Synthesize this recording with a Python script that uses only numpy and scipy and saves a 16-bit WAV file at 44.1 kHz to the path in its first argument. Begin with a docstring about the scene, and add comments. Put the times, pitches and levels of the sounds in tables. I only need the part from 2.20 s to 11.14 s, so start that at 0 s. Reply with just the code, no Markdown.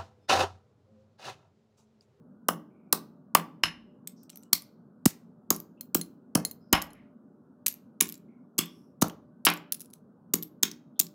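"""A low machine hum fills a room with a concrete floor; a phone microphone lies close to the blows.
A hammer crushes small plastic earpieces: at each blow filtered noise bursts snap as the plastic cracks,
then dying sines and crunch noise make the clack, and a thud sets off the slab ring; the room answers.
Fuzzy tones of resonant noise, mostly faint, sound during and between blows, fragments tick as they are
flicked or land, and later one loose shell hops and rings on dying sines."""
import sys
import numpy as np
from scipy import signal
from scipy.fft import rfft, irfft
from scipy.io import wavfile
from scipy.ndimage import uniform_filter1d

SR = 44100
rng = np.random.default_rng(int(sys.argv[2]) if len(sys.argv) > 2 else 0)


def file_out(sig):
    """Save sig as 16-bit WAV at sys.argv[1]."""
    # one column per channel
    cols = np.atleast_2d(sig).T
    # limit, then scale
    lim = np.clip(cols, -1, 1)
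    pcm = np.round(lim * 32767).astype(np.int16)
    wavfile.write(sys.argv[1], SR, pcm)


N = 394254

EDGE_HZ = 16400  # upper band limit of the whole sound, and the highest ring of a crack
SNAP_LEAD_S = 0.0015  # a snap builds up this long before its onset
THUD_LEAD_S = 0.008  # the middle of the thud's push lies this far into its sound


def gain_of(db):
    """Decibels to amplitude."""
    return 10 ** (np.asarray(db) / 20)


def evened(x):
    """Scales to rms 1."""
    return x / np.sqrt(np.mean(x ** 2) + 1e-20)


def peaked(x):
    """Scales to peak 1."""
    return x / np.max(abs(x))


def read(points, hz):
    """Reads a table of values over frequency on a log-frequency axis."""
    f, value = np.transpose(points)
    return np.interp(np.log(hz + 1), np.log(f + 1), value)


def add(mix, s, near, far):
    """Places the direct sound in the first row and what the room receives in the second."""
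    part = mix[:, round(s * SR):][:, :len(near)]
    part += np.array([near, far])[:, :part.shape[1]]


def resonate(x, hz, width):
    """One resonance of gain 1 at its centre: shift it to 0 Hz, smooth, shift back."""
    turn = np.exp(2j * np.pi * hz * np.arange(len(x)) / SR)
    r = np.exp(-np.pi * width / SR)
    return 2 * (turn * signal.lfilter([1 - r], [1, -r], x / turn)).real


def ring(modes):
    """Dying sines of a struck object, from modes of (Hz, dB, t60 in s)."""
    t = np.arange(SR // 2) / SR
    return sum(gain_of(db - 60 * t / t60) * np.sin(2 * np.pi * hz * t) for hz, db, t60 in modes)


def diffused(x, width_hz):
    """The room sums a burst over all directions: same energy and timing, spectrum smoothed."""
    z = rfft(x)
    power = uniform_filter1d(abs(z) ** 2, max(round(width_hz * len(x) / SR), 1))
    smooth = irfft(np.sqrt(abs(power)) * z / (abs(z) + 1e-12), len(x))
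    fade = np.clip(np.linspace(3, -1, len(x)), 0, 1)  # full for the first half, silent in the last quarter
    return smooth * fade


def hum():
    """Low rumble of a machine: shaped noise with drifting patches, and one fuzzy motor line."""
    # Spectrum of the rumble. Each row: frequency in Hz, relative density in dB per Hz.
    spectrum = [(30, -62), (62, -38.5), (106, -19), (145, -10.5), (165, -7.5), (239, -2), (319, -17.5),
                (370, -15), (512, -22.5), (684, -28), (1460, -34), (1750, -49), (2100, -61), (16000, -65)]
    # Motor line. In order: frequency in Hz, width of each resonance in Hz, rms level in dB.
    line_hz, width, line_db = (593, 7, -75)
    rumble_db, patch_db = -55.5, 2.0  # rms level; rms depth of the patches
    frames, hz = N // 512 + 5, np.fft.rfftfreq(2048, 1 / SR)
    a, b, patches = rng.standard_normal((frames, 1025, 3)).T
    patches = uniform_filter1d(patches, size=5, axis=0)  # over frequency
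    patches = evened(uniform_filter1d(patches, size=8, axis=1))  # over time
    z = (a + 1j * b) * gain_of(read(spectrum, hz)[:, None] + patch_db * patches)
    rumble = evened(signal.istft(z, nperseg=2048, noverlap=1536)[1][:N])
    line = resonate(rng.standard_normal(N), line_hz, width)
    line = evened(resonate(line, line_hz, width))
    return gain_of(rumble_db) * rumble + gain_of(line_db) * line


def snap(noise, hz, tilt_db, t60, ring_db, q):
    """A burst of fracture noise coloured by the plastic and by the ring of one shell piece."""
    # Colour of breaking plastic. Each row: frequency in Hz, relative level in dB.
    plastic = [(500, -25.5), (1500, -5), (3000, -0.5), (6000, 2.5), (10000, -3), (15000, -1.5),
               (17000, -17)]
    t = np.arange(len(noise)) / SR - SNAP_LEAD_S
    f = np.fft.rfftfreq(len(noise), 1 / SR)
    colour_db = read(plastic, f) + tilt_db * np.log2((f + 300) / 6000)
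    coloured = evened(irfft(rfft(noise) * gain_of(colour_db)))
    burst = coloured * np.where(t < 0, np.exp(t / 0.00044), gain_of(-60 * t / t60))
    return peaked(burst + gain_of(ring_db) * resonate(burst, hz, hz / q))


def add_snap(mix, s, db, shape, room_db):
    """One snap, close by and as the room receives it."""
    sound = gain_of(db) * snap(rng.standard_normal(4096), *shape)
    add(mix, s - SNAP_LEAD_S, sound, gain_of(room_db) * diffused(sound, width_hz=670))


def cracks(mix):
    """The shell breaks under the descending head in runs of evenly spaced cracks."""
    # Runs of cracks. Each row: start in seconds, length in seconds, nominal peak of the first and of the
    # last crack in dB, nominal shell ring in Hz, tilt in dB per octave, room send in dB.
    runs = [(0.2856, .0025, -5, -21, 10500, 8, -11.5), (0.7276, .0038, -4, -14, 9800, 4.5, -13.5),
            (1.1504, 0.0014, -2.5, -14.5, 10800, 6.5, -16), (1.4344, .0044, -24, -22, 5100, -4.5, -9),
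            (2.33, 0.0016, -7.5, -5, 4367, 4, -13), (2.8563, .0037, -7.5, -2.5, 8830, 2, -11.5),
            (3.3054, 0.0017, -3.5, -20.5, 14300, 3, -12.5), (3.747, .003, -7, -6, 14000, 4.5, -9.5),
            (4.152, .002, -10.5, -6, 10160, 2, -13), (4.5288, 0.004, -1, -9, 13400, 2.5, -17),
            (5.4634, .0033, -9, -6.5, 8500, 3.5, -12), (5.806, .0035, -13, 0, 10570, 2.5, -13),
            (6.3817, .0079, -17.5, -5, 7250, 5.5, -10), (6.8151, .0104, -19.5, -7, 6630, 3, -13.5),
            (7.2517, 0.01, -6, -8, 10440, 6, -17), (7.523, 0.0024, -5, -13.5, 11200, 5.5, -17.5),
            (8.1376, 0.0025, -2, -6, 6460, 5, -15), (8.429, .0036, -11.5, -2.5, 6900, 5.5, -14.5),
            (8.7942, .0058, -10, 0, 7070, 7.5, -17)]
    gap_s, t60, ring_db, ring_q = 0.0033, 0.0091, 4, 11  # the gap sets how many cracks a run holds
    level_spread_db, ring_spread = 2, 0.065  # random spread; that of the ring is a fraction of its Hz
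    for s, length, first_db, last_db, run_hz, tilt_db, room_db in runs:
        count = int(np.clip(round(length / gap_s), 1, 7)) + 1
        for u in np.linspace(0, 1, count):
            db = first_db + u * (last_db - first_db) + level_spread_db * rng.standard_normal()
            hz = min(run_hz * (1 + ring_spread * rng.standard_normal()), EDGE_HZ)
            add_snap(mix, s + u * length, db, (hz, tilt_db, t60, ring_db, ring_q), room_db)


def knock(noise, handle_db, neck_db, head_db, crunch_db, crunch_hz, crunch_t60):
    """A blow shared among the hammer's damped modes, roughened by grit; crushed pieces crunch under it."""
    # Hammer modes: handle, neck, head. Each row: frequency in Hz, t60 in seconds.
    hammer = [(1160, 0.019), (2920, 0.0081), (5170, 0.014)]
    t = np.arange(len(noise)) / SR
    levels_db = (handle_db, neck_db, head_db)
    clack = ring([(hz, db, t60) for (hz, t60), db in zip(hammer, levels_db)])[:len(t)]
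    clack *= 1 + evened(uniform_filter1d(noise, size=60)) / 5  # grit
    band = signal.butter(2, [crunch_hz / 2, crunch_hz * 2], "band", fs=SR, output="sos")
    push = noise[::-1] + 6 * np.exp(-t / 0.0001)
    crunch = signal.sosfilt(band, push * gain_of(-60 * t / crunch_t60))
    both = [clack, gain_of(crunch_db) * peaked(crunch)]
    return signal.sosfilt(signal.butter(2, 250, "high", fs=SR, output="sos"), both)


def steel_ring():
    """The steel face of the hammer rings faintly on high dying sines."""
    # Modes of the steel face. Each row: frequency in Hz, relative level in dB, t60 in seconds.
    modes = [(10720, 0, 0.16), (11500, -8.5, 0.1), (14020, -12, 0.086)]
    return ring(modes)


def thud(thud_db, thud_hz, slab_db, jolt_db):
    """A short push that falls in pitch; the slab ring swells, and the blow shakes the microphone."""
    # Modes of the concrete slab. Each row: frequency in Hz, relative level in dB, t60 in seconds.
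    slab_modes = [(169.85, 0, 0.28), (210.3, -1, 0.22), (301.4, -3, 0.29)]
    t = np.arange(SR // 2) / SR - THUD_LEAD_S
    u = thud_hz * t
    cycles = np.where(u < 3, 1.11 * u - 0.24 * u ** 2, 0)
    push = np.cos(2 * np.pi * cycles) * np.exp(-(u / np.where(u < 0, 0.9, 0.85)) ** 2)
    swell = signal.windows.tukey(SR, 0.07)[:len(t)] ** 2  # rises over 35 ms
    slab = ring(slab_modes) * swell
    onset = np.clip(500 * (t + THUD_LEAD_S), 0, 1)  # 2 ms
    jolt = np.sin(2 * np.pi * 70 * t) * np.exp(-((t - 0.004) / 0.0029) ** 2) * onset
    return gain_of(thud_db) * push + gain_of(slab_db) * slab + gain_of(jolt_db) * jolt


def blows(mix):
    """The head meets the floor: clack and crunch, a faint ring of steel, then the thud in the slab."""
    # Blows. Each row: start in seconds, handle mode in dB, neck mode in dB, crunch in dB, crunch centre
    # in Hz, crunch t60 in seconds, room send in dB, delay of the thud in seconds, thud in dB,
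    # nominal thud pitch in Hz, slab ring in dB, deep jolt in dB.
    strikes = [(0.2885, -12, -15.5, -12.5, 834, 0.04, -12.5, 0.0025, -24.5, 279, -30, -61),
               (0.7306, -21.5, -33.5, -19.5, 738, .027, -10, 0.0034, -24, 290, -33, -54),
               (1.152, -6, -13.5, -2, 1460, 0.022, -14, 0.0037, -22.5, 281.4, -30, -46),
               (1.4366, -14.5, -5.5, -5, 2430, .019, -8, 0.0052, -33.5, 254, -39.5, -34),
               (2.3305, -26, -32, -26.5, 1516, 0.022, -13, 0.0084, -34.5, 196.1, -48, -62),
               (2.86, -28, -22, -14.5, 710, 0.02, -23, 0.00482, -6, 200.6, -44.5, -22.5),
               (3.309, -26, -29.5, -17.5, 626, 0.015, -10.5, 0.0036, -19, 267, -31, -37),
               (3.751, -33, -35, -21.5, 604, 0.026, -11.5, 0.0058, -17, 271.5, -29, -39.5),
               (4.156, -36, -33.5, -15, 643, .036, -6, 0.0032, -12, 210, -26.5, -35),
               (4.5322, -21.5, -7, -6, 1544, .038, -2, 0.00052, -12.5, 240.4, -30.5, -17),
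               (5.4662, -41.5, -40.5, -26.5, 2500, 0.02, -12, 0.0038, -43, 303.7, -55.5, -61),
               (5.8117, -27.5, -25, -21.5, 2000, 0.023, -7, 0.011, -25.5, 263, -33, -54.5),
               (6.3902, -25.5, -21.5, -16.5, 2830, 0.018, -3, 0.0027, -22, 248, -33, -43.5),
               (6.823, -20.5, -20, -11, 690, .021, -8.5, 0.0048, -11, 201.2, -29.5, -36),
               (7.268, -16, -9.5, -2, 1730, 0.11, -6.5, 0.0038, -21, 266, -30, -42.5),
               (7.5232, -46, -43.5, -37, 2500, 0.018, -15, .004, -53.5, 282, -58, -68.5),
               (8.14, -27, -29, -25.5, 1496, .02, -8.5, 0.0035, -20.5, 282.7, -29.5, -48),
               (8.4322, -28.5, -24.5, -13, 3254, 0.02, -7, 0.0057, -26, 274, -33.5, -52),
               (8.798, -40, -40, -38, 1190, .02, -4.5, 0.0081, -34.5, 246, -40, -63)]
    head_under_neck_db, steel_under_neck_db = 7, 31
    thud_room_under_slab_db = 2.5  # the room hears the thud through the slab
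    for row in strikes:
        s, handle_db, neck_db, *crunch_shape, room_db, delay, thud_db, thud_hz, slab_db, jolt_db = row
        noise = rng.standard_normal(4096)
        clack, crunch = knock(noise, handle_db, neck_db, neck_db - head_under_neck_db, *crunch_shape)
        # the clack is sent to the room slightly weaker than the crunch
        far = gain_of(-1.5) * diffused(clack, width_hz=100) + diffused(crunch, width_hz=500)
        add(mix, s, clack + crunch, gain_of(room_db) * far)
        steel = gain_of(neck_db - steel_under_neck_db) * steel_ring()
        add(mix, s, steel, gain_of(room_db) * steel)
        sound = thud(thud_db, thud_hz, slab_db, jolt_db)
        far = gain_of(slab_db - thud_room_under_slab_db) * peaked(sound)
        add(mix, s + delay - THUD_LEAD_S, sound, far)


def room(x):
    """Tails of sparse taps whose bands die at their own speed, swelling at wall echoes; three take turns."""
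    # Decay of the room. Each row: frequency in Hz, t60 in seconds.
    decay = [(150, 0.68), (700, .3), (1800, 0.24), (4800, 0.19), (9000, 0.13), (14000, 0.15)]
    # Clusters of wall echoes that stand out of the tail. Each row: delay in seconds, added gain in dB.
    walls = [(.008, -4), (0.021, 4), (0.033, -4), (0.047, 2)]
    # A longer tail from the far end of the room. In order: level in dB, factor on t60.
    late_db, late_factor = (-19.5, 2.2)
    out, t = np.zeros(N), np.arange(N) / SR
    for k in range(3):
        taps = np.zeros(SR // 2)
        at = np.arange(80, len(taps) - 10, 10)
        taps[at + rng.integers(0, 10, len(at))] = rng.choice([-1., 1.], len(at))
        tap_t = t[:len(taps)]
        taps *= 1.4 + sum(gain_of(db) * np.exp(-((tap_t - delay) / 0.0031) ** 2) for delay, db in walls)
        hz, s, z = signal.stft(taps, SR, nperseg=256)
        fall_db = -60 * s / read(decay, hz)[:, None]
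        fall = gain_of(fall_db) + gain_of(late_db + fall_db / late_factor)
        tail = signal.istft(z * fall, SR, nperseg=256)[1]
        share = np.sqrt(2 / 3) * np.cos(np.pi * (t / 1.3 + k / 3))  # the three powers sum to 1
        out += signal.fftconvolve(x * share, tail / np.linalg.norm(tail))[:N]
    return out


def fuzzy_tones():
    """Tones during and between blows, mostly faint; two fade from a blow: noise through one resonance twice."""
    # Fuzzy tones. Each row: start in seconds, length in seconds, centre in Hz, width of each resonance
    # in Hz, starting rms level ahead of the soft ends in dB, fade in dB (a negative one grows).
    tones = [(.5, 0.36, 2310, 300, -83.5, -3), (1.494, 0.36, 2890, 250, -63, 20.5),
             (1.962, 0.12, 5500, 1202, -72, -8.5), (2.123, 0.17, 5950, 500, -67.5, 7),
             (2.22, 0.085, 2930, 149, -80, -2), (3.572, 0.15, 2740, 301.4, -75.5, 16),
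             (4.406, 0.23, 5090, 400, -80, -2.5), (4.745, 0.21, 1997, 890, -65, 10),
             (6.082, 0.19, 2190, 310, -78, 1.5), (6.387, 0.3, 3340, 327, -40.5, 47),
             (6.45, 0.33, 5450, 599, -68, 11.5), (6.498, 0.26, 11070, 6030, -76, 6),
             (8.429, 0.16, 3290, 300, -45, 33), (8.755, 0.09, 3460, 496, -76, -6.5)]
    out = np.zeros(N + SR)
    for s, length, hz, width, db, fade_db in tones:
        noise = rng.standard_normal(round(length * SR))
        tone = evened(resonate(resonate(noise, hz, width), hz, width))
        soft_ends = np.sin(np.linspace(0, 1, len(tone)) ** 0.35 * np.pi)
        tone *= gain_of(db - np.linspace(0, fade_db, len(tone))) * soft_ends
        out[round(s * SR):][:len(tone)] += tone
    return out[:N]


def landings(mix):
    """Fragments are flicked or land; smaller pieces ring higher and tick brighter."""
    # Ticks of fragments. Each row: start in seconds, peak level in dB, ring in Hz.
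    ticks = [(1.8741, -23, 8070), (1.8762, -26.5, 12100), (2.0326, -45, 13700), (2.036, -50, 8200),
             (2.096, -39.5, 2860), (2.101, -33, 8270), (2.131, -50.5, 2400), (2.1585, -35, 13400),
             (2.173, -35, 11800), (2.2264, -50, 14000), (2.234, -43.5, 8200), (2.335, -13.5, 4596),
             (2.422, -35, 10200), (3.3194, -28, 14500), (3.3468, -31, 5700), (3.3632, -25, 11400),
             (3.4019, -29, 14500), (3.6104, -25.5, 14300), (3.8133, -22.5, 10900), (4.175, -28.5, 12000),
             (4.251, -14.5, 10340), (4.3125, -26.5, 14000), (4.553, -22.5, 2600), (4.6182, -24.5, 6300),
             (4.6225, -19.5, 12200), (4.7327, -45.5, 11000), (5.482, -11.5, 11770), (5.486, -20.5, 11800),
             (5.5257, -29.5, 12400), (5.5412, -34, 12100), (5.8242, -12.5, 10100), (5.872, -33.5, 7400),
             (5.884, -37, 12500), (5.8904, -25, 12200), (5.898, -30.5, 12350), (5.9241, -23.5, 12100),
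             (5.942, -36.5, 7100), (5.9543, -41.5, 7400), (5.9781, -48, 11900), (6.3897, -10, 3330),
             (6.4582, -34, 12400), (6.883, -30.5, 12100), (6.8981, -35.5, 3200), (7.268, -12.5, 2900),
             (7.2712, -18.5, 3100), (7.2876, -17.5, 3600), (7.3013, -13, 10700), (7.338, -25, 12300),
             (7.367, -41, 12000), (7.374, -36, 7000), (7.5322, -26, 10300), (7.5445, -27, 10800),
             (7.5479, -26.5, 10200), (7.5967, -39, 10600), (7.6058, -30, 10400), (7.6114, -33, 10300),
             (7.6175, -32.5, 10400), (7.647, -50.5, 11400), (7.6583, -42.5, 10100), (7.7028, -49, 10900),
             (7.7093, -55, 10900), (7.7335, -42.5, 11100), (7.7365, -35, 10700), (8.155, -20, 12400),
             (8.2262, -22.5, 12600), (8.232, -24.5, 12600), (8.4335, -8.5, 3460), (8.515, -28.5, 5600),
             (8.812, -21.5, 7000), (8.8676, -32.5, 4700)]
    t60, ring_db, ring_q, room_db = 0.009, 16, 18.5, -12
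    for s, db, hz in ticks:
        tilt_db = 1 + 3.5 * np.log2(hz / 6000)  # dB per octave: 1 at a 6 kHz ring, 3.5 more per octave of ring
        add_snap(mix, s, db, (hz, tilt_db, t60, ring_db, ring_q), room_db)


def shell_hops(mix):
    """One loose shell hops on the floor and rings on its own modes each time."""
    # Hops. Each row: start in seconds, level in dB.
    hops = [(3.6091, -43), (3.8136, -32), (4.2503, -25.5), (4.312, -42), (4.705, -56.5)]
    # Modes of the shell. Each row: frequency in Hz, relative level in dB, t60 in seconds.
    shell = [(2117, -17, 0.039), (4216, -2, 0.041), (6380, -6, 0.03), (7350, -1.5, 0.016),
             (10410, 1, 0.033)]
    sound = ring(shell)
    for s, db in hops:
        add(mix, s, gain_of(db) * sound, gain_of(db - 15) * diffused(sound, width_hz=300))


def scene():
    """Cracks, blows, landings and hops, their room sound, and the background."""
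    mix = np.zeros((2, N))  # close sound, room send
    cracks(mix)
    blows(mix)
    landings(mix)
    shell_hops(mix)
    near, sent = mix
    return (near + room(sent) + fuzzy_tones() + hum())[None]


def record(dry):
    """The microphone drops the deepest bass, the input rounds off the highest peaks; then the band limit."""
    thin = signal.sosfilt(signal.butter(2, 55, "high", fs=SR, output="sos"), dry)
    soft = 0.74 * np.tanh(thin / 0.74)
    band_limit = signal.firwin(255, EDGE_HZ, window=("kaiser", 9), fs=SR)
    return signal.oaconvolve(soft, band_limit[None], "same")


dry = scene()
out = record(dry)
file_out(out)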